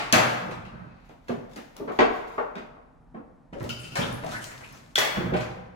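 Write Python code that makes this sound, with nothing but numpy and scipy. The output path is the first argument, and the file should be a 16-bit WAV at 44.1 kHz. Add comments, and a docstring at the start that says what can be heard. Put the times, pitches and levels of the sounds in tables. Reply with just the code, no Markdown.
"""A small, hard-walled washroom, where a big, thin plastic water bottle is handled at a steel sink.
Plastic clacks on the drainboard. The bottle's wall buckles with hollow pops and crackles as the cap is
twisted off. Water pours into a shaker cup: it drums on the bottom, splashes, and traps air that rings
as bubbles. The bottle is then knocked, slid and set down with a thud. Ventilation rushes underneath."""
import sys
import numpy as np
from scipy import signal
from scipy.fft import rfft, irfft, next_fast_len
from scipy.io import wavfile
from scipy.ndimage import map_coordinates

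SR = 44100
rng = np.random.default_rng(int(sys.argv[2]) if len(sys.argv) > 2 else 0)


def digitize_waveform(pressure):
    """Quantize a signal to 16-bit integers and store it at the path in sys.argv[1].

    Rows of a 2-D input are taken as channels; values are limited to [-1, 1].
    """
    field = np.atleast_2d(pressure).T
    bounded = np.clip(field, -1, 1)
    quanta = np.round(bounded * 32767).astype(np.int16)
    wavfile.write(sys.argv[1], SR, quanta)


N = 253575
TIME = np.arange(N) / SR
RING_SAMPLES = SR // 2

# plastic hits the sink: t/s, clatter length/s, level/dB, hardness/0-1
KNOCKS = [(-.1, 0.08, -23, 0.63), (0.125, 0.039, -16, 0.55), (0.153, 0.14, -19.5, 0.45),
          (0.51, 0.02, -49.5, 0.78), (0.651, 0.011, -50, 0.56), (4.955, 0.014, -37.5, 0.9),
          (4.9789, 0.01, -25.5, 0.74), (5.002, 0.079, -27.5, 0.68), (5.155, 0.024, -35, 0.07),
          (5.335, 0.023, -30, 0), (5.365, 0.0071, -44.5, 0.76), (5.405, 0.019, -45.5, 0.81)]
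# how a knock drives boom, clack and click, a row each: soft/dB, hard/dB
KNOCK_DRIVE = [(-9.5, -23.5), (-1, 0), (-35.5, 12.5)]
# the stream from the tilted bottle: t/s, level/dB
FLOW = [(3.52, -74), (3.63, -42.5), (3.73, -52.5), (3.89, -49.5), (4.05, -39.5), (4.188, -61), (4.28, -39),
        (4.45, -51.5), (4.75, -53), (4.919, -63)]
# the colour of fine spray: f/Hz, level/dB
SPRAY = [(800, -24), (2000, 4), (3200, 6), (5500, 3.5), (8000, 0.5), (10000, -9), (12000, -3),
         (16000, -16.5)]


def bottle_pops():
    """The thin wall snaps in under the grip, rings the air and water inside, and springs back softly."""
    # the wall buckles: t/s, length/s, level/dB, hardness/0-1, dent depth/dB, hollow ring/dB
    pops = [(1.093, 0.0075, -52.5, 0.59, 0, -63), (1.282, 0.0074, -46.5, 0.85, 1, -62),
            (1.292, 0.0094, -37.5, 0.57, 10.5, -31), (1.562, 0.0069, -46, 0.8, 7, -51),
            (1.761, 0.011, -51.5, 0.7, -1, -65), (1.798, 0.027, -48, 0.1, 7, -31.5),
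            (1.874, 0.022, -33, 0.43, -6, -31), (1.9884, 0.008, -16.5, 0.59, -7.5, -17.5),
            (2.379, 0.011, -28, 0.05, -31, -33.5), (2.553, 0.019, -42, 0.79, 4, -40.5),
            (2.765, 0.019, -54.5, 0.02, -20.5, -58.5), (3.141, 0.027, -46.5, 0.22, 4, -49.5)]
    # how a pop drives thump, wall, slap and crackle, a row each: soft/dB, hard/dB
    pop_drive = [(3, -5.5), (0, -3), (-0.5, -2.5), (-29.5, 5.5)]
    # the four colours of a pop, low to high: f/Hz, level/dB
    thump = [(50, -43), (110, -8.5), (170, -5), (230, 2), (350, 1), (600, -9), (900, -15), (1500, -39),
             (5000, -61)]
    wall = [(100, -25), (220, -18), (310, -9.5), (400, 0), (470, 5), (540, -4), (620, 0.5), (740, -6.5),
            (900, -5.5), (1100, -12), (2300, -29), (6000, -84), (16000, -96)]
    slap = [(300, -50), (700, 6.5), (850, 2.5), (1000, -0.5), (1100, 2.5), (1260, 1), (1700, -10.5),
            (2300, -15), (2900, -25.5), (3600, -33), (6000, -52), (16000, -69)]
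    crackle = [(300, -12), (1200, 17), (2200, 17.5), (3600, 8), (4500, 1.5), (7000, -9), (9500, -23),
               (11500, -38.5), (16000, -64)]
    # the hollow inside: pitch ratio, level/dB
    hollow_modes = [(.53, -12.5), (.72, -4), (.87, -2.5), (1, 4.5), (1.37, -1.5)]
    snaps, hollow = [], np.zeros((2, N))
    for t, length, db, hardness, dent_db, ring_db in pops:
        rebound = (t + 0.014, length * 1.66, db - 3)
        for at, span, level in ((t, length, db), rebound):
            thump_db, *shell_dbs = drive(pop_drive, level, hardness)
            snaps.append((at, span, thump_db + dent_db, *shell_dbs))
        hz = 415.4 + 3 * (ring_db + 30)  # a louder hollow ring sounds a little higher
        cavity = sum(amp(level) * ring(ratio * hz, t60=0.061, attack=0.012)
                     for ratio, level in hollow_modes)
        add(hollow, t, amp(ring_db) * dose(room(cavity, near_db=14.5, early_db=18.5)))
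    return hollow + blows(snaps, (thump, wall, slap, crackle),
                          near_db=-2, early_db=2.5, rough=0.7, rise=0.15, trim_db=1.5)


def sink_knocks():
    """Plastic clatters on the steel drainboard, and the bottle's heavy base thuds."""
    # the three colours of a knock, low to high: f/Hz, level/dB
    boom = [(25, -32), (45, -21), (75, -13), (92, -21.5), (120, 8.5), (200, -8), (330, -8), (600, -9),
            (1500, -53.5), (5000, -75.5)]
    clack = [(80, -46.5), (250, -0.5), (450, -0.5), (850, 2), (1450, -1), (2500, -5.5), (4000, -16),
             (7000, -32), (16000, -51.5)]
    click = [(300, -38.5), (1500, 9.5), (2400, 10), (3300, 3), (4700, 0.5), (6200, -4.5), (8000, -7.5),
             (9800, -16.5), (11500, -15.5), (16000, -27)]
    # the base lands or bumps over a rib: t/s, level/dB, brightness/dB per octave
    thuds = [(.127, -30, -6.5), (.152, -31.5, -12.5), (.49, -36, 0), (0.586, -43.5, -16), (0.662, -47, -11),
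             (.738, -44, -13), (5.179, -28.5, -5.5), (5.204, -30.5, -3), (5.241, -32, -5),
             (5.266, -34.5, 4.5), (5.3225, -23.5, -0.5), (5.344, -22.5, 5)]
    # the ring of the base: f/Hz, level/dB, t60/s
    base_modes = [(120.3, -9.5, 0.049), (185.5, -0.5, 0.051), (367, 2, 0.031), (484, 1.5, 0.021),
                  (619.4, -6.5, 0.25), (776.6, -5.5, 0.051)]
    hits = [(t, length, *drive(KNOCK_DRIVE, db, hardness)) for t, length, db, hardness in KNOCKS]
    track = blows(hits, (boom, clack, click),
                  near_db=-6.5, early_db=-1.5, rough=0.64, rise=0.06, trim_db=4.5)
    modes = [(np.log2(hz), amp(db) * ring(hz, t60, attack=0.011)) for hz, db, t60 in base_modes]
    for t, db, tilt_db in thuds:
        base = sum(amp(tilt_db * octave) * mode for octave, mode in modes)
        add(track, t, amp(db) * dose(room(base, near_db=2, early_db=-0.5)))
    return track


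def water():
    """Gushes and a thin stream drum on the cup's bottom, splash, spray and froth."""
    # gushes land in the cup: t/s, length/s, level/dB, hardness/0-1
    gushes = [(3.526, 0.018, -39.5, 0.18), (3.605, 0.013, -36, 0.1), (3.635, 0.03, -40, 0),
              (3.954, 0.027, -25, 0.79), (3.983, 0.03, -24, 0.3), (4.115, 0.035, -43.5, 0),
              (4.227, 0.028, -33.5, 0.41), (4.313, 0.05, -41, 0.9), (4.418, 0.018, -48.5, 0.99),
              (4.505, 0.026, -44, 0.72), (4.605, 0.03, -42.5, 0.51), (4.723, 0.021, -47, 0.54)]
    # how a gush drives drum, splash and spray, a row each: soft/dB, hard/dB
    gush_drive = [(2.5, -23.5), (-11, -2), (-44, -0.5)]
    # the colours of the drumming bottom and of the splash: f/Hz, level/dB
    drum_colour = [(30, -25), (70, -7.5), (95, -10), (120, 2), (180, -6), (240, -5.5), (320, -5.5),
                   (480, -9), (1000, -19.5), (4000, -74.5)]
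    splash_colour = [(120, -24), (300, -0.5), (500, 0), (900, 3), (1500, 0.5), (2400, -4), (4000, -19.5),
                     (8000, -28.5), (16000, -42)]
    hits = [(t, length, *drive(gush_drive, db, hardness)) for t, length, db, hardness in gushes]
    track = blows(hits, (drum_colour, splash_colour, SPRAY),
                  near_db=-7, early_db=-4, rough=1.4, rise=0.057, trim_db=4.5)
    t, flow_db = np.transpose(FLOW)
    drum_db = flow_db + 8 - 6.5 * (t - t[0])  # the bottom drums less as the cup fills
    spurts_per_s, spurt_db = 16, 4  # the stream breaks up, so the spray comes in spurts
    spurt_sizes = rng.standard_normal(int(TIME[-1] * spurts_per_s) + 4)
    spurts = amp(spurt_db * map_coordinates(spurt_sizes, [TIME * spurts_per_s]))
    drum = grains(drum_colour, t, drum_db, rate=310, scatter_db=1.5)
    splash = grains(splash_colour, t, flow_db, rate=220, scatter_db=0.5)
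    spray = spurts * grains(SPRAY, t, flow_db - 12, rate=400, scatter_db=5)
    gurgle = froth(count=100, low_hz=333, high_hz=2540, cycles=20, level_db=flow_db - 8, range_db=21)
    fizz = froth(count=120, low_hz=3940, high_hz=12000, cycles=8.7, level_db=flow_db - 10.5, range_db=14)
    stream = drum + splash + spray + gurgle + fizz
    add(track, 0, amp(-9.5) * room(stream, near_db=-10.5, early_db=-4.5))
    return track


def froth(count, low_hz, high_hz, cycles, level_db, range_db):
    """Small bubbles chirp upward all through the pour, following its level."""
    track, t = np.zeros((1, N)), np.transpose(FLOW)[0]
    for when, height, weakness in rng.random((count, 3)):
        at = t[0] + when * (t[-1] - t[0])
        hz = low_hz * (high_hz / low_hz) ** height
        gain = amp(np.interp(at, t, level_db) - range_db * weakness)
        add(track, at, gain * ring(hz, cycles / hz, attack=0.0005, glide=0.35)[None])
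    return track[0]


def trapped_air():
    """Pockets of trapped air gurgle and fizz in the cup."""
    # a pocket breaks up: t/s, length/s, f/Hz, level/dB
    pockets = [(3.547, 0.035, 492, -37), (3.607, .05, 453, -38), (3.786, .02, 10600, -56.5),
               (3.8, 0.043, 8900, -51), (4.011, 0.031, 3290, -33), (4.126, 0.027, 11300, -51),
               (4.226, .04, 503, -38), (4.237, .04, 737, -35.5), (4.306, 0.027, 3900, -51),
               (4.319, 0.033, 1480, -38.5), (4.343, 0.028, 1730, -34.5), (4.36, .03, 10900, -56.5),
               (4.409, 0.033, 8300, -49.5), (4.416, 0.018, 3220, -54), (4.445, .03, 7300, -49),
               (4.485, 0.055, 1920, -44.5), (4.632, 0.016, 2370, -46), (4.718, .04, 6100, -59)]
    track = np.zeros((1, N))
    for t, length, hz, db in pockets:
        add(track, t, amp(db - 9.5) * bubble_cluster(hz, length)[None])
    return room(track[0], near_db=2.5, early_db=2)[:, :N]


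def bubble_cluster(hz, length, count=11, spread=0.06, climb=0.12, range_db=12):
    """One pocket of air breaks into short-lived bubbles, the later ones smaller and higher."""
    cluster, order = np.zeros((1, N)), np.arange(count) / count
    for when, detune, weakness in zip(order, rng.standard_normal(count), rng.random(count)):
        pitch = hz * np.exp(spread * detune + climb * (when - 0.5))
        t60 = 0.015 * (1000 / pitch) ** 0.5  # smaller bubbles die sooner
        bubble = amp(-range_db * weakness) * ring(pitch, t60, attack=0.0003, glide=0.05)
        add(cluster, (when + rng.random() / count) * length, bubble[None])
    return dose(cluster[0, :RING_SAMPLES])


def dribbles():
    """Until water covers it, the cup's thin bottom rings under each dribble."""
    # the first dribbles: t/s, length/s, level/dB
    hits = [(3.529, 0.027, -56.5), (3.695, 0.012, -34), (3.755, 0.087, -43), (3.825, 0.03, -41.5),
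            (3.9, 0.085, -43)]
    # the colour of the bare bottom: f/Hz, level/dB
    cup = [(1000, -29), (1250, -10), (1430, 4), (1600, -19), (2350, -8), (2680, 5.5), (2880, -2), (3050, 7),
           (3250, -13), (4300, -12), (4700, -6), (5400, -13), (7000, -16), (9000, -31)]
    return blows(hits, (cup,), near_db=-12, early_db=20, rough=1.7, rise=0.034, trim_db=1.5)


def spatters():
    """Drops fly off the stream and tick on the cup's wall."""
    t, flow_db = np.transpose(FLOW)
    drops = grains(SPRAY, t, flow_db - 13, rate=110, scatter_db=1)
    return room(drops, near_db=-1.5, early_db=1)[:, :N]


def drags():
    """The bottle's base judders over the drainboard's ribs as it is picked up and put back."""
    # the base slides: t/s, length/s, level/dB
    slides = [(0.428, 0.033, -36.5), (0.55, 0.063, -57), (0.719, 0.062, -44.5), (5.148, 0.18, -33.5)]
    # the colour of the judder: f/Hz, level/dB
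    colour = [(25, -25.5), (45, -7.5), (75, 3.5), (92, -14), (120, 0), (180, 3.5), (250, -4), (340, -7),
              (600, -10), (1500, -11), (5000, -51.5)]
    level_db = np.max([stroke(t, hold, db, rise=0.023, release=0.44) for t, hold, db in slides], axis=0)
    judder = grains(colour, TIME, level_db - 3.5, rate=440, scatter_db=-0.5)
    return room(judder, near_db=-1, early_db=-2.5)[:, :N]


def cracks():
    """Hard plastic edges crack, and the cap's ribs click under the fingers."""
    # cracks and clicks: t/s, length/s, level/dB
    hits = [(.1253, 0.0025, -19), (1.089, 0.01, -67), (1.283, 0.0079, -53), (1.5326, .008, -59),
            (1.5596, 0.0068, -50), (1.7666, 0.0015, -52.5), (2.5538, 0.0025, -63), (2.5822, .008, -62),
            (3.6914, 0.0034, -42.5), (4.4417, .003, -42.5), (4.957, .003, -30), (4.9855, .003, -27)]
    # their bright colour: f/Hz, level/dB
    colour = [(500, -20), (2000, -3.5), (4000, 1), (6000, 1), (8000, -5), (10000, -11.5), (11500, -7),
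              (16000, -16)]
    return blows(hits, (colour,), near_db=2.5, early_db=1, rough=0.6, rise=0.1, trim_db=0)


def pings():
    """A stiff patch of the bottle's wall snaps through: a brief ping with a faint, longer ring."""
    # the patch snaps: t/s, f/Hz, level/dB
    snaps = [(3.6939, 2910, -46.5), (4.957, 3380, -28)]
    # its ring: pitch ratio, level/dB, t60/s
    modes = [(1, -3, 0.012), (.6, -20, 0.0096), (1.005, -9.5, 0.27), (1.659, -15, .25)]
    track = np.zeros((2, N))
    for t, hz, db in snaps:
        patch = sum(amp(level) * ring(ratio * hz, t60, attack=0.00038) for ratio, level, t60 in modes)
        add(track, t, amp(db) * room(patch, near_db=1.5, early_db=-3.5))
    return track


def ticks(length_s=0.0018):
    """The sharpest snaps, stray or on the front of a knock, arrive almost dry."""
    # stray snaps of plastic and drops: t/s, level/dB
    strays = [(1.7668, -50), (1.9915, -53), (3.6295, -50), (3.693, -52), (4.1259, -47), (4.247, -51),
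              (4.3065, -55), (4.4417, -45), (4.516, -54), (4.726, -54.5), (4.986, -35), (4.9935, -30),
              (5.0495, -32.5), (5.345, -57.5)]
    # their thin, top-end colour: f/Hz, level/dB
    colour = [(2000, -21), (5000, -1.5), (8000, -3), (12000, 4), (16000, 2)]
    leading = [(t, drive(KNOCK_DRIVE, db, hardness)[-1] - 12) for t, _, db, hardness in KNOCKS]
    hits = [(t, length_s, db) for t, db in leading + list(strays)]
    return blows(hits, (colour,), near_db=7, early_db=-1, rough=0.7, rise=0.03, trim_db=-3)


def fingers():
    """At each twist of the cap, skin sticks and slips on ribbed plastic in a fine crinkle."""
    # twists of the cap: t/s, level/dB
    twists = [(1.105, -62), (1.31, -57.5), (1.564, -52.5), (1.77, -57.5), (1.951, -53), (2.14, -55),
              (2.328, -53.5), (2.59, -72)]
    # the colour of the rub: f/Hz, level/dB
    colour = [(600, -13), (2000, 10.5), (4000, 2.5), (7000, -1.5), (9500, -12.5), (11500, -3.5),
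              (15000, -10), (17000, -20)]
    level_db = np.max([stroke(t, 0, db, rise=0.26, release=0.19) for t, db in twists], axis=0)
    crinkle = grains(colour, TIME, level_db, rate=2200, scatter_db=30)
    return room(crinkle, near_db=-17, early_db=-8)[:, :N]


def sleeve():
    """A cotton sleeve slides over the arm in a faint, even rustle as the bottle is lifted."""
    # the colour of the cloth: f/Hz, level/dB
    colour = [(1000, -2), (2500, 3.5), (3400, -9), (3950, -3.5), (4400, -7), (7000, -20), (12000, -47)]
    level_db = stroke(t=0.72, hold=0.33, db=-69, rise=0.2, release=0.37)
    rustle = grains(colour, TIME, level_db, rate=3000, scatter_db=-0.5)
    return room(rustle, near_db=-3, early_db=-1)[:, :N]


def ventilation(level_db=-56, side_db=-7):
    """A faint, low rush of air fills the room."""
    # the colour of the rush: f/Hz, level/dB
    air = [(20, -16), (40, 10), (60, 0), (110, -5.5), (170, 2.5), (205, -14.5), (245, 2.5), (370, -17.5),
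           (850, -12.5), (1500, -23), (3000, -38.5), (11000, -48.5), (16000, -60.5)]
    mid, side = filtered(rng.standard_normal((2, N)), lambda hz: amp(along(air, hz)))
    return amp(level_db) * unit(np.array([mid + amp(side_db) * side, mid - amp(side_db) * side]))


def room(x, near_db, early_db, early_t60=0.29, right_delay_s=0.0003):
    """Direct sound at near_db, quick echoes around the sink at early_db, and the walls' long tail."""
    # the tail's decay: f/Hz, t60/s
    decay = [(60, 1.6), (170, 0.92), (340, 0.66), (500, 1.05), (1300, 1.03), (2700, 0.8), (4300, 0.71),
             (5600, 0.7), (8000, 0.61), (15000, 0.7)]
    # stereo width, side against mid: f/Hz, level/dB
    width = [(60, -15), (130, -27), (250, 2), (450, 2.5), (1000, 1.5), (8000, -1.5)]
    hz, _, noise = signal.stft(rng.standard_normal((2, SR * 5 // 4)), SR, nperseg=256)
    t = np.arange(noise.shape[2]) * 128 / SR
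    tail = amp(-60 * t / along(decay, hz)[:, None])
    early = 2 * amp(early_db) * amp(-60 * t / early_t60)
    echoes = noise * np.hypot(tail, early)
    side_gain = amp(along(width, hz))[:, None]
    mid_side = np.array([echoes[0], echoes[1] * side_gain]) / np.hypot(1, side_gain)
    mid, side = signal.istft(mid_side, SR, nperseg=256)[1]
    paths = np.array([mid + side, mid - side]) / np.sqrt(SR / 20)
    paths[0, 0] += amp(near_db)
    paths[1, round(right_delay_s * SR)] += amp(near_db)  # the left side is nearer
    return signal.fftconvolve(x[None], paths, axes=1)


def blows(hits, colours, near_db, early_db, rough, rise, trim_db):
    """Each hit (t/s, length/s, a level/dB per colour) is a burst of tiny contacts ringing an object."""
    track, responses = np.zeros((2, N)), [body(colour) for colour in colours]
    for t, length, *levels in hits:
        progress = np.arange(int(2 * length * SR) + 2) / (length * SR)
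        count, sound = len(progress), 0
        for response, db in zip(responses, levels):
            contacts = rng.standard_normal(count) * np.exp(rough * rng.standard_normal(count))
            force = contacts * (1 - np.exp(-progress / rise)) * np.exp(-2 * progress)
            sound = sound + amp(db) * dose(signal.fftconvolve(force, response))
        strength = np.linalg.norm(amp(levels))  # sets the whole hit's energy, echoes included
        add(track, t, amp(trim_db) * strength * dose(room(sound, near_db, early_db)))
    return track


def grains(colour, times, level_db, rate, scatter_db):
    """Tiny impacts of unequal size strike at random, rate a second, under a level envelope."""
    impacts = (rng.random(N) < rate / SR) * rng.standard_normal(N)
    impacts *= amp(scatter_db * np.clip(rng.standard_normal(N), -2, 2))
    envelope = amp(np.interp(TIME, times, level_db, left=-120, right=-120))
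    return envelope * unit(signal.fftconvolve(impacts, body(colour))[:N])


def ring(hz, t60, attack, glide=0):
    """A dying sine whose pitch rises by the share glide during its life."""
    t = np.arange(RING_SAMPLES) / SR
    pitch = hz * (1 + glide * np.minimum(t / t60, 1))
    envelope = amp(-60 * t / t60) * (1 - np.exp(-t / attack))
    return dose(envelope * np.sin(2 * np.pi * np.cumsum(pitch) / SR))


def body(colour):
    """The minimum-phase impulse response of an object with this colour."""
    hz, half = np.fft.rfftfreq(RING_SAMPLES, 1 / SR), RING_SAMPLES // 2
    cepstrum = irfft(np.log(amp(along(colour, hz))))
    cepstrum[1:half] *= 2
    cepstrum[half:] = 0
    return irfft(np.exp(rfft(cepstrum)))[:half]


def drive(parts, db, hardness):
    """Level in dB of each part of an object: harder contact sends more to the high parts."""
    soft, hard = np.transpose(parts)
    return db + soft + np.clip(hardness, 0, 1) * (hard - soft)


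def stroke(t, hold, db, rise, release):
    """Level in dB of one movement: up 40 dB in rise seconds, held from t, down 40 dB in release."""
    return db - 40 * (np.maximum(t - TIME, 0) / rise + np.maximum(TIME - t - hold, 0) / release)


def amp(db):
    """Decibels to gain."""
    return 10 ** (np.asarray(db) / 20)


def unit(x):
    """Scale to rms 1."""
    return x / np.sqrt(np.mean(x ** 2) + 1e-20)


def dose(x):
    """Scale a short sound to the energy of a twentieth of a second at rms 1."""
    return x * np.sqrt(SR / 20 / np.sum(x ** 2))


def along(points, hz):
    """Read (f/Hz, value) points on a log frequency axis."""
    f, values = np.transpose(points)
    return np.interp(np.log(hz + 1), np.log(f), values)


def filtered(x, response):
    """Pass x through a response given as a function of frequency."""
    size = next_fast_len(N + SR // 2)
    return irfft(rfft(x, size) * response(np.fft.rfftfreq(size, 1 / SR)), size)[..., :N]


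def add(track, t, sound):
    """Mix a sound in at t seconds, which may lie before the start."""
    start = round(t * SR)
    part = sound[:, max(-start, 0):N - start]
    track[:, max(start, 0):][:, :part.shape[1]] += part


def standing_waves(f):
    """The response of the resonances between the hard walls."""
    # room modes: f/Hz, bandwidth/Hz, level/dB
    modes = [(116, 16, -7), (184.1, 8, 0), (233.6, 8.9, 1), (434, 1.6, -20.5), (602, 4.1, -3),
             (1300, 50, -15)]
    return 1 + sum(amp(db) * 1j * f * band / (hz * hz - f * f + 1j * f * band) for hz, band, db in modes)


def scene():
    """Handling and pouring, coloured by the room and panned by frequency, over the ventilation."""
    # left against right: f/Hz, level/dB
    balance = [(60, -2.5), (130, -3.5), (250, -4), (500, 3.5), (1000, 1.5), (2000, 0.5), (4000, 4),
               (8000, 1.5)]
    pan = lambda hz: amp(np.outer([0.5, -0.5], along(balance, hz)))
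    handling = sink_knocks() + drags() + bottle_pops() + pings() + cracks() + ticks()
    handling = handling + fingers() + sleeve()
    pouring = dribbles() + spatters() + water() + trapped_air()
    return filtered(handling + pouring, lambda hz: standing_waves(hz) * pan(hz)) + ventilation()


def record(dry, notch_hz=13200, notch_width_hz=560, notch_db=-32, top_hz=16200):
    """The microphone ports notch the treble, and the top end is cut off steeply."""
    ports = filtered(dry, lambda hz: amp(notch_db * np.exp(-((hz - notch_hz) / notch_width_hz) ** 2)))
    return filtered(ports, lambda hz: amp(-np.logaddexp(0, (hz - top_hz) / 12)))


dry = scene()
out = record(dry)
digitize_waveform(out)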